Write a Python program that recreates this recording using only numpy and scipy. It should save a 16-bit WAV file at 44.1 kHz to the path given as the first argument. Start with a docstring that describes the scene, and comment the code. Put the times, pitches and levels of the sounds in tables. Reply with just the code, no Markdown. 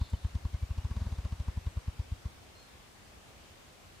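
"""Quiet woodland: a grouse drums on a log, its wing beats speeding up to a roll and slowing again.
Each beat is one low swing of air pressure with a puff of feather noise. The trees return a soft tail,
distant slopes dull echoes. Far birds chatter and whistle faintly over the hush of the wood and
microphone hiss."""
import sys
import numpy as np
from scipy import signal
from scipy.fft import rfft, irfft
from scipy.io import wavfile
from scipy.ndimage import uniform_filter1d

SR = 44100
rng = np.random.default_rng(int(sys.argv[2]) if len(sys.argv) > 2 else 0)


def file_out(sig):
    """Save sig as 16-bit WAV at sys.argv[1]."""
    # one column per channel
    cols = np.atleast_2d(sig).T
    # limit, then scale
    lim = np.clip(cols, -1, 1)
    pcm = np.round(lim * 32767).astype(np.int16)
    wavfile.write(sys.argv[1], SR, pcm)


N = 176400
TIME_S = np.arange(N) / SR
LOW_CUT_HZ = 29

# wing beats: trough_s, thump_db, thump_hz, snap_ratio, windup_ratio, flick_db, whirr_db, swish_db
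BEATS = [(0.0202, -22, 65, 0.48, 0.06, -42, -51.0, -55.5),
         (0.1404, -22.4, 65, 0.48, 0.13, -42, -49.5, -57.5),
         (0.2542, -22.5, 66.2, 0.4, 0.17, -44, -53.5, -57.0),
         (0.359, -24, 62.6, 0.52, 0.27, -42, -57, -55.0), (0.458, -23.5, 67, 0.36, 0.04, -46, -52, -60),
         (0.5488, -24.5, 65.4, 0.52, 0.16, -56, -53, -60.0), (0.6336, -24.5, 67, 0.33, 0.05, -61, -59, -62),
         (0.713, -25.9, 63.5, 0.42, 0.19, -57.3, -56.5, -64), (0.7875, -25.5, 69, 0.46, 0, -64, -55, -54.5),
         (0.8553, -26, 67, 0.7, 0, -61, -53, -57), (0.9175, -25, 67, 0.38, 0.1, -45, -50, -58),
         (0.973, -24, 69, 0.2, 0.07, -40.5, -51, -57), (1.022, -27, 64.7, 0.2, 0.4, -43, -55, -58.5),
         (1.0717, -26, 66.4, 0.36, 0.13, -45.5, -52, -60),
         (1.1287, -27.1, 63.7, 0.44, 0.05, -49, -53.5, -57),
         (1.191, -27.5, 65.5, 0.53, 0.14, -53, -52, -57.0),
         (1.2579, -25.5, 64, 0.63, 0.15, -45.9, -50, -56),
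         (1.3301, -27.5, 66, 0.7, 0.04, -44.5, -53.7, -55.5),
         (1.4069, -26.0, 63.5, 0.48, 0.08, -47.9, -53.5, -56.0),
         (1.4884, -24.5, 64.4, 0.36, 0.14, -44, -51, -58.5),
         (1.5789, -25.5, 65.6, 0.55, 0.13, -46.8, -53.5, -60.5),
         (1.6736, -24.4, 66.5, 0.48, 0.05, -51, -51.5, -57),
         (1.7772, -25, 66.8, 0.45, 0.12, -48.5, -53, -60.5),
         (1.886, -25.0, 68.5, 0.63, 0.01, -49.5, -53.6, -58.5),
         (2.002, -24.9, 66.4, 0.52, 0.03, -49, -58, -59.5), (2.126, -26.5, 64, 0.61, 0.1, -57, -60, -61.0),
         (2.2626, -28.5, 62, 0.73, 0.12, -50.5, -59, -61)]


def amp(db):
    """dB to gain."""
    return 10 ** (np.asarray(db) / 20)


def unit_rms(x):
    """Scale to rms 1."""
    return x / np.sqrt(np.mean(x ** 2) + 1e-20)


def curve(points, hz):
    """Interpolate (freq_hz, value) points over log frequency."""
    freq_hz, value = np.transpose(points)
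    return np.interp(np.log(hz + 1), np.log(freq_hz + 1), value)


def noise(gain):
    """Noise of rms 1 with spectrum gain(hz)."""
    return unit_rms(irfft(rfft(rng.standard_normal(N)) * gain(np.fft.rfftfreq(N, 1 / SR)), N))


def humps(bands, hz):
    """Summed gain of (centre_hz, width_hz, level_db) resonance humps."""
    return sum(amp(db) / (1 + (2 * (hz - centre_hz) / width_hz) ** 2) / np.sqrt(width_hz)
               for centre_hz, width_hz, db in bands)


def bell(peak_s, width_s):
    """Gaussian envelope, 1/e at width_s from its peak."""
    return np.exp(-((TIME_S - peak_s) / width_s) ** 2)


def swing(crest_s, hz, width_s, late_s=0):
    """Cosine under a bell that peaks late_s after the crest."""
    return np.cos(2 * np.pi * hz * (TIME_S - crest_s)) * bell(crest_s + late_s, width_s)


def puff(peak_s, rise_s, fall_s):
    """Gaussian rise, exponential fall."""
    age_s = TIME_S - peak_s
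    return np.exp(np.where(age_s < 0, -(age_s / rise_s) ** 2, -age_s / fall_s))


def resonate(x, modes, onset_s=.002):
    """Ring x through damped modes at unit energy gain; soft onset, as feathers meet softly."""
    t = TIME_S[:2048]
    ring = sum(amp(db) * np.sqrt(width_hz) * np.exp(-np.pi * width_hz * t) * np.sin(2 * np.pi * hz * t)
               for hz, width_hz, db in modes)
    ring *= 1 - np.exp(-t / onset_s)
    return signal.oaconvolve(x, ring / np.linalg.norm(ring))[:N]


def hush(level_db=-57, balance_db=1.2):
    """Woodland hush and microphone hiss: faintly patchy stereo noise, lumpy in the bass."""
    # noise spectrum: freq_hz, density_db
    spectrum = [(12, -30), (20, -8), (44, -1.5), (98, -3.5), (129, -7), (252, -10.5), (789, -12.5),
                (959, -14), (1230, -14), (1380, -16), (2760, -17.5), (7740, -25), (15500, -35.5)]
    # left-right likeness: freq_hz, correlation
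    likeness = [(40, 0.86), (90, 0.92), (130, 0.3), (290, 0.2), (640, 0.2), (1400, 0), (15000, 0.07)]
    frames, hz = N // 256 + 5, np.fft.rfftfreq(1024, 1 / SR)
    left_re, left_im, other_re, other_im, patches = rng.standard_normal((frames, 513, 5)).T
    patches_db = .89 * unit_rms(uniform_filter1d(uniform_filter1d(patches, 12, 0), 14, 1))
    lumps = unit_rms(uniform_filter1d(rng.standard_normal(frames), 9))
    lump_depth_db = .16 + 1.7 / (1 + (hz[:, None] / 120) ** 2)
    gain = amp(curve(spectrum, hz)[:, None] + patches_db + lumps * lump_depth_db)
    correlation = curve(likeness, hz)[:, None]
    left = left_re + 1j * left_im
    right = correlation * left + np.sqrt(1 - correlation ** 2) * (other_re + 1j * other_im)
    pair = signal.istft(np.array([left, right]) * gain, nperseg=1024, noverlap=768)[1][:, :N]
    pair = signal.sosfilt(signal.butter(3, LOW_CUT_HZ, "high", fs=SR, output="sos"), pair)
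    pair /= np.sqrt(np.mean(pair.mean(0) ** 2))
    return amp(level_db) * pair * amp([[balance_db / 2], [-balance_db / 2]])


def bird_chatter():
    """Far birds: a noisy treble chatter that dies away."""
    # envelope: time_s, level_db
    envelope = [(0, -61.5), (.07, -59), (.085, -68), (.1, -62), (.13, -65.5), (.3, -72), (.35, -101)]
    # treble bands: centre_hz, width_hz, level_db
    bands = [(3600, 380, 0), (4220, 460, -1), (4800, 610, -7)]
    level_db = np.interp(TIME_S, *np.transpose(envelope))
    return amp(level_db) * noise(lambda hz: humps(bands, hz))


def wing_thumps():
    """Air pressure per beat: wings swing back, stop sharply, leave a trough; feather tips whip through."""
    out = np.zeros(N)
    for trough_s, thump_db, thump_hz, snap_ratio, windup_ratio, flick_db, _, _ in BEATS:
        windup = windup_ratio * swing(trough_s - .0194, thump_hz, width_s=.0122, late_s=.009)
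        snap = snap_ratio * swing(trough_s - .0043, hz=92, width_s=.0041)
        trough = -swing(trough_s, thump_hz, width_s=.57 / thump_hz, late_s=.0014)
        flick = swing(trough_s - .004, hz=226, width_s=.007)
        out += amp(thump_db) * (windup + snap + trough) + amp(flick_db) * flick
    return out


def feather_puffs():
    """Per beat: a papery clap, a bright swish and the whirr of air through the flight feathers."""
    # clap ring: centre_hz, width_hz, level_db
    clap_modes = [(920, 90, 0), (1110, 20, -4)]
    # flight-feather resonances: centre_hz, width_hz, level_db
    whirr_modes = [(605, 350, -1.5), (1015, 305, -0.5), (1390, 660, -1.5)]
    # feather swish: freq_hz, density_db
    swish_spectrum = [(1500, -17), (2300, -3), (3500, 3), (4600, -2), (7000, -9), (10000, -15.5),
                      (13000, -21), (16000, -32)]
    claps, swish, whirr = np.zeros((3, N))
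    for trough_s, *_, whirr_db, swish_db in BEATS:
        claps[round((trough_s - .008) * SR)] = amp(whirr_db + 19)
        swish += amp(swish_db) * puff(trough_s - .007, rise_s=.003, fall_s=.007)
        whirr += amp(whirr_db) * puff(trough_s - .005, rise_s=.004, fall_s=.008)
    whirr *= rng.standard_normal(N)
    swish *= noise(lambda hz: amp(curve(swish_spectrum, hz)) * (hz > 1000))
    return resonate(claps, clap_modes) + swish + resonate(whirr, whirr_modes)


def flutter_and_rustle(flutter_db_per_hz=.72, rustle_db_per_hz=.42):
    """Stirred air flutters low, feathers rustle between beats; both grow with the beat rate."""
    # stirred air: centre_hz, width_hz, level_db
    flutter_bands = [(84, 53, 1), (229.5, 160, -4)]
    # feather rustle: freq_hz, density_db
    rustle_spectrum = [(250, -5), (400, 2.5), (1000, 3.5), (1600, -2.5), (3000, -8.5), (6000, -10),
                       (12000, -27), (16000, -50)]
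    troughs_s = np.array(BEATS)[:, 0]
    flutter, rustle = np.zeros((2, N))
    for trough_s, rate_hz in zip(troughs_s, 1 / np.gradient(troughs_s)):
        flutter += amp(-58 + flutter_db_per_hz * rate_hz) * bell(trough_s, width_s=.022)
        rustle += amp(-69.5 + rustle_db_per_hz * rate_hz) * bell(trough_s + .015, width_s=.038)
    flutter *= noise(lambda hz: humps(flutter_bands, hz) / (1 + (hz / 300) ** 8))
    rustle *= noise(lambda hz: amp(curve(rustle_spectrum, hz)) * (hz > 200))
    return flutter + rustle


def tree_reverb(x, gain_db=-18.5, gap_samples=500):
    """Mono scatter off the trunks; each band decays at its own rate."""
    # tail decay: freq_hz, t60_s
    decay = [(60, 0.4), (250, 1), (1000, 0.33), (4000, 0.22)]
    scatter = rng.standard_normal(SR) * (np.arange(SR) > gap_samples)
    hz, t, spectra = signal.stft(scatter, SR, nperseg=1024)
    spectra *= amp(-60 * t / curve(decay, hz)[:, None])
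    tail = signal.istft(spectra, SR, nperseg=1024)[1] / np.sqrt(.08 * SR)
    wet = amp(gain_db) * signal.fftconvolve(x, tail)[:N]
    return signal.sosfilt(signal.butter(2, LOW_CUT_HZ, "high", fs=SR, output="sos"), wet)


def slope_echoes(x, centre_hz=80, width_hz=71):
    """Late, dull copies of the thumps from distant slopes."""
    # echo paths: delay_s, gain_db
    echoes = [(.075, -38), (0.292, -25), (.497, -28)]
    hz = np.fft.rfftfreq(N + SR, 1 / SR)
    paths = sum(amp(db) * np.exp(-2j * np.pi * hz * delay_s) for delay_s, db in echoes)
    bass_band = 1 / (1 + (2 * (hz - centre_hz) / width_hz) ** 2)
    return irfft(rfft(x, N + SR) * paths * bass_band, N + SR)[:N]


def tick(peak_s=.104, level_db=-62, centre_hz=7800, width_hz=4000):
    """One brief, bright rustle between the first two beats."""
    hiss = noise(lambda hz: humps([(centre_hz, width_hz, 0)], hz))
    return amp(level_db) * bell(peak_s, width_s=.0066) * hiss


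def bird_whistles(ramp_s=.009, waver_depth=.2, waver_hz=60):
    """Far birds: thin gliding tones that waver in level."""
    # whistles: start_s, length_s, from_hz, to_hz, level_db
    whistles = [(2.544, 0.099, 4190, 4240, -64.5), (2.63, 0.05, 4245, 4230, -73),
                (0.138, 0.021, 2980, 3080, -61), (0.53, 0.041, 2230, 2030, -65.5),
                (.592, 0.063, 2330, 2300, -68), (.705, 0.048, 2420, 2410, -69),
                (0.7, 0.035, 2690, 2670, -66), (.785, 0.052, 2750, 3000, -67),
                (1.153, 0.026, 3600, 3700, -67), (1.62, 0.052, 2610, 2660, -72)]
    out = np.zeros(N)
    for start_s, length_s, from_hz, to_hz, level_db in whistles:
        t = np.arange(0, length_s, 1 / SR)
        envelope = np.clip(np.minimum(t, length_s - t) / ramp_s, 0, 1)
        cycles = from_hz * t + (to_hz - from_hz) * t ** 2 / (2 * length_s)
        tone = np.sqrt(2) * np.sin(2 * np.pi * cycles)
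        out[round(start_s * SR):][:len(t)] += amp(level_db) * envelope * tone
    return out * (1 + waver_depth * noise(lambda hz: 1 / (1 + (hz / waver_hz) ** 4)))


def scene(balance_db=1.7, birds_send_db=10):
    """Grouse and echoes slightly left; far birds, tick and tree tail centred; hush all round."""
    grouse = wing_thumps() + flutter_and_rustle() + feather_puffs()
    birds = bird_chatter() + bird_whistles()
    tail = tree_reverb(grouse + amp(birds_send_db) * birds)
    drumming = (grouse + slope_echoes(grouse)) * amp([[balance_db / 2], [-balance_db / 2]])
    return drumming + birds + tick() + tail + hush()


def record(dry, left_corner_hz=29, right_corner_hz=21, cutoff_hz=15620):
    """Unequal capsule roll-offs tilt the deep bass to the right; then a steep low-pass."""
    j_hz = 1j * np.fft.rfftfreq(N + SR, 1 / SR)
    tilt = np.sqrt((j_hz + right_corner_hz) / (j_hz + left_corner_hz))
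    pair = irfft(rfft(dry, N + SR) * np.array([tilt, 1 / tilt]), N + SR)[:, :N]
    low_pass = signal.firwin(1023, cutoff_hz, window=("kaiser", 11), fs=SR)
    return signal.oaconvolve(pair, low_pass[None], "same")


dry = scene()
out = record(dry)
file_out(out)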